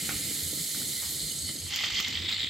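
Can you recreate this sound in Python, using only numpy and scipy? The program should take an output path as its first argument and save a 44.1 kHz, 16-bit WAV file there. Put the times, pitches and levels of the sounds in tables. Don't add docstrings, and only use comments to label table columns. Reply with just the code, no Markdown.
import sys
import numpy as np
from scipy import signal
from scipy.fft import rfft, irfft, next_fast_len
from scipy.io import wavfile

SR = 44100
rng = np.random.default_rng(int(sys.argv[2]) if len(sys.argv) > 2 else 0)


def digitize_waveform(pressure):
    field = np.atleast_2d(pressure).T
    bounded = np.clip(field, -1, 1)
    quanta = np.round(bounded * 32767).astype(np.int16)
    wavfile.write(sys.argv[1], SR, quanta)


N = 110205
TIME_S = np.arange(N) / SR


def undb(db):
    return np.exp(np.asarray(db) * (np.log(10) / 20))


def unit(x):
    return x / np.sqrt(np.mean(x ** 2) + 1e-18)


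def curve(rows):
    return undb(np.interp(TIME_S, *np.array(rows).T))


def ramp(start_s, end_s):
    return np.clip((TIME_S - start_s) / (end_s - start_s), 0, 1)


def colour(x, points):
    size = 8192
    hz, db = np.array(points, float).T
    f = np.maximum(np.fft.rfftfreq(size, 1 / SR), 1)
    log_gain = np.log(undb(np.interp(np.log(f), np.log(hz), db)))
    cepstrum = irfft(log_gain)
    cepstrum[1:size // 2] *= 2
    cepstrum[size // 2 + 1:] = 0
    response = irfft(np.exp(rfft(cepstrum)))[:size // 2]
    length = x.shape[-1]
    padded = next_fast_len(length + size // 2, True)
    return irfft(rfft(x, padded) * rfft(response, padded), padded)[..., :length]


def walk(rate_hz):
    size, hop = 4096, 32
    f = np.fft.rfftfreq(size, hop / SR) / rate_hz
    spectrum = rfft(rng.standard_normal(size)) * np.sqrt(f) * np.exp(-f ** 2)
    return np.interp(np.arange(N) / hop, np.arange(size), unit(irfft(spectrum)))


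def clicks(per_s, spread_db):
    hit = rng.random(N) < per_s / SR
    size = undb(spread_db * np.minimum(rng.exponential(size=N), 4))
    return unit(hit * size * rng.choice([-1, 1], N))


def ring(x, decay_s):
    return signal.lfilter([1], [1, -np.exp(-1 / (decay_s * SR))], x)


def resonance(hz, width_hz):
    decay_s = 1 / (np.pi * width_hz * 1.5)
    in_phase, quadrature = ring(ring(rng.standard_normal((2, N)), decay_s), decay_s)
    phase = 2 * np.pi * np.cumsum(hz * np.ones(N)) / SR
    return unit(in_phase * np.cos(phase) + quadrature * np.sin(phase))


def flicker(x, rate_hz, depth_db):
    size = next_fast_len(N, True)
    octave = np.log2(np.maximum(np.fft.rfftfreq(size, 1 / SR), 1))
    centres = np.arange(10.67, 13.9, 1 / 3)
    spectrum = rfft(x, size)
    out = np.zeros(N)
    for one_band in np.eye(len(centres)):
        band = irfft(spectrum * np.interp(octave, centres, one_band), size)[:N]
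        out = out + band * undb(depth_db * walk(rate_hz))
    return out


def blows(rows, points, decay_s, crack):
    out, t = np.zeros(N + SR), np.arange(SR // 5) / SR
    for s, db in rows:
        x = rng.standard_normal(len(t)) * np.exp(-t / decay_s)
        x[0] += crack
        x = colour(x, points)
        start = int(s * SR)
        out[start:start + len(t)] += x * undb(db) * np.sqrt(decay_s * SR) / np.linalg.norm(x)
    return out[:N]


def place(x, pan):
    left, right = x * np.ones((2, 1))
    return np.array([colour(left, [(hz, db / 2) for hz, db in pan]),
                     colour(right, [(hz, -db / 2) for hz, db in pan])])


# (frequency [Hz], relative level per Hz [dB])
AIR_COLOUR = [(20, -44), (100, -17), (300, -3), (550, -2.5), (900, -16.5), (4000, -28)]
# (frequency [Hz], side against mid [dB])
AIR_SIDE = [(60, -11), (150, -10), (400, -4)]


def air():
    mid, side = rng.standard_normal((2, N))
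    side = colour(side, AIR_SIDE)
    return unit(colour(np.array([mid + side, mid - side]), AIR_COLOUR)) * undb(-60.5)


# (frequency [Hz], relative level per Hz [dB])
RUMBLE_COLOUR = [(20, -36), (45, -15), (70, -11), (110, -6), (150, 4.5), (180, -3), (215, 0.5), (300, -1.5),
                 (400, -9), (560, -14), (800, -29), (1200, -35.5), (2500, -44.5)]
# (time [s], level [dB])
RUMBLE_LEVEL = [(0.0, -48), (0.05, -43.5), (.22, -46), (.27, -43.5), (.32, -47.5), (.38, -47), (0.5, -47.5),
                (0.53, -42.5), (.61, -46), (0.7, -53), (0.82, -43.5), (.91, -47), (.96, -51.5),
                (1.07, -54.5), (1.12, -47.5), (1.23, -45.5), (1.32, -50), (1.51, -48), (1.77, -54),
                (2.0, -47.5), (2.04, -56), (2.08, -48), (2.25, -46), (2.39, -56.5), (2.43, -46.5),
                (2.5, -58.5)]
# (time [s], level [dB])
BOOM_LEVEL = [(0, -64), (.14, -50.5), (.36, -57), (.46, -43.5), (.56, -61), (.93, -57.5), (1.12, -48),
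              (1.34, -61.5), (1.44, -41), (1.56, -57), (1.64, -46), (1.76, -54), (2.04, -54), (2.19, -40.5),
              (2.31, -51.5), (2.5, -50.5)]
# (time [s], level [dB])
THUDS = [(.125, -45.5), (1.21, -47.5), (1.92, -45)]
# (frequency [Hz], gain [dB])
THUD_COLOUR = [(15, -49), (30, -16), (50, 2), (68, -10), (120, -10), (400, -55.5)]
# (time [s], level [dB])
KNOCKS = [(.312, -37), (.531, -38), (.575, -39.5), (.81, -47), (1.497, -42), (1.555, -41.5), (2.09, -46)]
# (frequency [Hz], gain [dB])
KNOCK_COLOUR = [(60, -26), (150, -6), (280, 2.5), (420, -6.5), (700, -21), (2000, -49)]


def rumble():
    low = unit(colour(rng.standard_normal(N), RUMBLE_COLOUR)) * curve(RUMBLE_LEVEL)
    low = low * undb(1.5 * walk(29))
    boom = resonance(hz=86.8, width_hz=16.7) * curve(BOOM_LEVEL)
    thuds = blows(THUDS, THUD_COLOUR, decay_s=0.027, crack=15)
    knocks = blows(KNOCKS, KNOCK_COLOUR, decay_s=0.0058, crack=28)
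    return place(low + boom + thuds + knocks, [(50, -4.0), (90, -0.5), (250, -2.0)])


# (frequency [Hz], gain [dB])
DIFFUSE = [(500, -12), (2000, -14.5), (4000, -10), (8000, -7), (13000, -0.5)]


def diffuse(noise):
    return colour(noise, DIFFUSE)


SPOUT_DRIFT = 0.01228
# (frequency [Hz], width [Hz], level against the jet [dB], rise once foam covers the tip [dB])
SPOUT = [(2098, 124, -22, -7), (3070, 100, -25, -0.5), (4228, 350, -14, 3.5), (6580, 190, -16, 7.5),
         (8080, 350, -16, 7.5), (11050, 150, -14.5, 3), (13260, 250, -18.5, 2)]


def spout_resonances(covered):
    out = np.zeros(N)
    for hz, width_hz, db, rise_db in SPOUT:
        gain = undb(db + rise_db * covered + 3 * walk(9))
        out += gain * resonance(hz * (1 + SPOUT_DRIFT * walk(12.36)), width_hz)
    return out


FIZZ_PER_S, FIZZ_SPREAD_DB = 6500, 3.5
GAS_SHARE = 0.69
# (time [s], level [dB])
JET_LEVEL = [(0, -33.5), (.1, -33.5), (.4, -33.5), (.9, -33.5), (1.2, -34), (1.38, -35.2), (1.5, -35),
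             (1.62, -38), (1.68, -38), (1.72, -49), (1.9, -56), (2.5, -59)]
# (frequency [Hz], relative level per Hz [dB])
JET_COLOUR = [(410, -47), (700, -19.5), (798, -20.5), (1080, -25.5), (1190, -24), (1330, -13.5),
              (1490, -20), (2040, -7.5), (2670, -18), (3060, -4.5), (3350, -5), (3620, 0), (3910, -1),
              (4230, 2.5), (4760, -2.5), (5490, -6), (6020, -7.5), (6860, -1.5), (8670, -0.5), (9880, -11),
              (10800, -0.5), (11300, -2.5), (12800, -11), (14600, -12.5), (15800, -18.5)]
# (frequency [Hz], gain [dB])
FRESH_TILT = [(700, 2), (1500, 3.5), (2100, 5), (2700, 9), (3300, 0), (4300, -1), (8000, .5), (15000, -.5)]
# (frequency [Hz], gain [dB])
COVERED_TILT = [(700, -3), (1400, -1.5), (2100, -3), (2600, -6.5), (3000, -1), (3400, -3), (4500, 2),
                (5900, -3), (9000, -.5), (11000, -3), (12500, -7), (15000, -6)]
# (frequency [Hz], left minus right [dB])
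JET_PAN = [(60, 8), (110, 10), (200, -2.0), (380, 13), (700, -4), (1290, -0.5), (2380, -4), (4400, -1),
           (8120, -1.5), (15000, -6.5)]


def jet():
    fresh, covered = 1 - ramp(0.12, 0.48), ramp(1.05, 1.48)
    uneven = ramp(0.71, 1.56)
    fizz = clicks(FIZZ_PER_S, FIZZ_SPREAD_DB) + GAS_SHARE * rng.standard_normal(N)
    x = unit(colour(fizz, JET_COLOUR)) + spout_resonances(covered)
    x = flicker(x, rate_hz=49, depth_db=0.8 + 1.03 * uneven)
    x = x * undb((0.27 + 0.36 * uneven) * walk(120))
    x = x + diffuse(unit(colour(rng.standard_normal((2, N)), JET_COLOUR)))
    x = (fresh * colour(x, FRESH_TILT) + (1 - fresh - covered) * x
         + covered * colour(x, COVERED_TILT))
    return place(unit(x) * curve(JET_LEVEL) + flutters(), JET_PAN)


# (time [s], level [dB])
TICKS = [(.092, -27.5), (.1095, -38.5), (.747, -42), (.818, -45), (1.032, -50), (1.491, -46.5),
         (1.837, -32), (2.0, -35), (2.312, -40)]
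# (frequency [Hz], gain [dB])
TICK_COLOUR = [(200, -4), (550, -10), (760, -1.5), (980, -11), (1330, 3.5), (1650, -3), (2000, 1),
               (2450, 0.5), (2800, -15), (3200, -10), (6500, -13), (12000, -32)]


def nozzle():
    tick = blows(TICKS, TICK_COLOUR, decay_s=0.0027, crack=8.1)
    tail = undb(-15.5) * blows(TICKS, TICK_COLOUR, decay_s=0.037, crack=0)
    return place(tick + tail, [(500, 2), (1300, -9.0), (4000, 1)])


# (time [s], level [dB])
PATS = [(1.022, -53.5)]
# (frequency [Hz], gain [dB])
PAT_COLOUR = [(200, -12), (600, -5), (900, 0), (1300, -4), (2100, -5), (3000, -18), (8000, -35)]


def pat():
    return blows(PATS, PAT_COLOUR, decay_s=0.065, crack=3)


# (centre time [s], length between 1/e points [s], level [dB], frequency [Hz])
FLUTTERS = [(1.278, 0.012, -46, 3030), (1.316, 0.017, -42.5, 3030), (1.492, 0.03, -39.5, 3067),
            (1.494, 0.033, -47, 2054)]


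def flutters():
    out = np.zeros(N)
    for s, length_s, db, hz in FLUTTERS:
        swell = np.exp(-(2 * (TIME_S - s) / length_s) ** 2)
        out += undb(db) * swell * resonance(hz, width_hz=96)
    return out


# (frequency [Hz], width [Hz], level against the sputter [dB])
WET_SPOUT = [(2075, 116, -13), (3100, 100, -9)]


def wet_spout():
    out = np.zeros(N)
    for hz, width_hz, db in WET_SPOUT:
        out += undb(db + 3.3 * walk(29)) * resonance(hz * (1 + SPOUT_DRIFT * walk(14.04)), width_hz)
    return out


BURSTS_PER_S, BURST_SPREAD_DB, BURST_DECAY_S = 2200, 1.5, 0.0029
SPUTTER_GAS = 0.82
# (time [s], level [dB])
SPUTTER_LEVEL = [(0, -89), (1.66, -49), (1.725, -31.5), (1.79, -31.5), (1.86, -30), (1.9, -35),
                 (1.94, -32.5), (2.005, -29), (2.035, -33.5), (2.11, -32), (2.18, -34), (2.21, -36.5),
                 (2.275, -35), (2.32, -31), (2.372, -36), (2.44, -33.5), (2.5, -38.5)]
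# (frequency [Hz], gain [dB])
WET_COLOUR = [(290, -50), (500, -40), (561, -20.5), (621, -35), (728, -19.5), (1260, -17), (1630, -17.5),
              (2060, -4.5), (2210, -8), (2750, -6.5), (3120, -1.5), (4000, -8), (4430, -4), (5830, -12),
              (6930, -13.5), (8130, -19.5), (9390, -49), (13700, -25.5), (15800, -41)]
# (frequency [Hz], gain [dB])
HOLLOW_COLOUR = [(290, -56), (500, -40), (649, -35), (707, -23.5), (1210, -18.5), (1350, -14.5),
                 (1480, -19), (2060, -4), (2750, -10), (3520, 3), (4970, -9), (5450, -15), (5950, -24.5),
                 (7200, -13), (7900, -12), (8600, -36), (15800, -30)]
# (frequency [Hz], left minus right [dB])
SPUTTER_PAN = [(60, 4), (110, 0), (200, 4), (380, 3), (700, -2), (1290, -2.5), (2380, -3), (4400, 0),
               (8120, -2), (15000, -4.5)]


def sputter():
    bursts = clicks(BURSTS_PER_S, BURST_SPREAD_DB)
    puffs = unit(ring(np.abs(bursts), BURST_DECAY_S) * rng.standard_normal(N))
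    x = flicker(bursts + SPUTTER_GAS * puffs, rate_hz=72, depth_db=2.5)
    x = x + diffuse(rng.standard_normal((2, N)))
    wet = unit(unit(colour(x, WET_COLOUR)) + wet_spout())
    bubbly = unit(colour(x, HOLLOW_COLOUR)) + undb(-5.5) * bubbles()
    hollow = ramp(2.03, 2.3)
    choke = undb(-2 * np.maximum(walk(63), 0))
    x = ((1 - hollow) * wet + hollow * bubbly) * curve(SPUTTER_LEVEL) * choke
    return place(x + spits() + pops(), SPUTTER_PAN)


# (time [s], level [dB])
SPITS = [(1.754, -38), (1.7605, -26), (1.812, -35), (1.84, -48), (1.903, -42), (2.003, -28.5), (2.007, -35),
         (2.0835, -31.5), (2.3134, -40)]
# (frequency [Hz], gain [dB])
SPIT_COLOUR = [(500, -32), (2000, -2), (7000, 5.5), (9500, -21), (12000, -3), (14500, -3), (16000, -10)]


def spits():
    return blows(SPITS, SPIT_COLOUR, decay_s=.002, crack=11)


POP_RISE_S = 0.00051
SPOUT_HZ, SPOUT_RISE_S, SPOUT_DB = 2050, 0.00087, -12.5
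# (time [s], peak level before a 1 dB cut [dB], frequency [Hz])
POPS = [(1.7873, -23, 3600), (1.7905, -25, 3320), (1.84, -19, 3370), (1.8662, -18.5, 3330),
        (1.8783, -21, 3450), (1.8873, -22, 3470), (1.9182, -24, 3460), (1.9358, -24, 3310),
        (1.958, -25, 3560), (1.9714, -25, 3540), (1.977, -22, 3300), (1.985, -23, 3240),
        (1.9913, -24, 3500), (2.0307, -24, 3380), (2.0462, -25, 3340), (2.0488, -17, 3700),
        (2.0618, -21, 3430), (2.085, -34, 3720), (2.1545, -19, 3400), (2.1593, -26, 3430),
        (2.1731, -17.5, 3330), (2.177, -27, 3350), (2.222, -26, 3740), (2.248, -26, 3660),
        (2.2605, -24, 3660), (2.2872, -26, 3280), (2.2982, -23, 3650), (2.3267, -18, 3900),
        (2.3475, -23, 4300), (2.3662, -22, 4330), (2.3835, -29, 3530), (2.3893, -27, 3640),
        (2.3972, -20.5, 3840), (2.4052, -20, 3280), (2.4317, -22, 3620), (2.4451, -18.5, 3430),
        (2.455, -27, 3430), (2.4597, -28, 3470), (2.4727, -19.5, 3500)]


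def pops():
    out, t = np.zeros(N + SR), np.arange(SR // 80) / SR
    pop_swell = t / POP_RISE_S * np.exp(1 - t / POP_RISE_S)
    spout_swell = t / SPOUT_RISE_S * np.exp(1 - t / SPOUT_RISE_S)
    for s, db, hz in POPS:
        pop_phase, spout_phase = rng.random(2)
        snap = pop_swell * np.sin(2 * np.pi * (hz * t + pop_phase))
        answer = spout_swell * np.sin(2 * np.pi * (SPOUT_HZ * t + spout_phase))
        start = int(s * SR)
        out[start:start + len(t)] += undb(db - 1) * (snap + undb(SPOUT_DB) * answer)
    return out[:N]


BUBBLES_PER_S, BUBBLE_HZ, BUBBLE_OCTAVES = 460, 3600, 0.15
BUBBLE_CYCLES, BUBBLE_SPREAD_DB = 3.9, 3


def bubbles():
    t = np.arange(SR // 160) / SR
    count = int(BUBBLES_PER_S * N / SR)
    when, up, down, size, phase = rng.random((5, count, 1))
    hz = BUBBLE_HZ * 2 ** (BUBBLE_OCTAVES * np.sqrt(6) * (up - down))
    age = 2 * hz * t / BUBBLE_CYCLES
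    gain = undb(-BUBBLE_SPREAD_DB * np.log(size + .03))
    grains = gain * age * np.exp(-age) * np.sin(2 * np.pi * (hz * t + phase))
    index = (when * N).astype(int) + np.arange(len(t))
    return unit(np.bincount(index.ravel(), grains.ravel(), N)[:N])


ROOM_T60_S, ROOM_GAP_S = 0.11, 0.0021
# (frequency [Hz], level [dB])
ROOM_COLOUR = [(60, -16), (130, -20), (250, -10.5), (600, -10.5), (1200, -5.5), (2200, -5), (4000, -8),
               (8000, -5), (13000, -5.5)]


def room(x):
    t = np.arange(SR // 4) / SR
    tail = rng.standard_normal((2, len(t))) * undb(-60 * t / ROOM_T60_S) * (t > ROOM_GAP_S)
    tail /= np.linalg.norm(tail, axis=1, keepdims=True)
    return x + colour(signal.fftconvolve(x, tail, axes=1)[:, :N], ROOM_COLOUR)


def scene():
    return room(rumble() + jet() + nozzle() + pat() + sputter()) + air()


def record(dry):
    low_pass = signal.ellip(12, .1, 90, 15850, fs=SR, output="sos")
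    return signal.sosfilt(low_pass, dry)


dry = scene()
out = record(dry)
digitize_waveform(out)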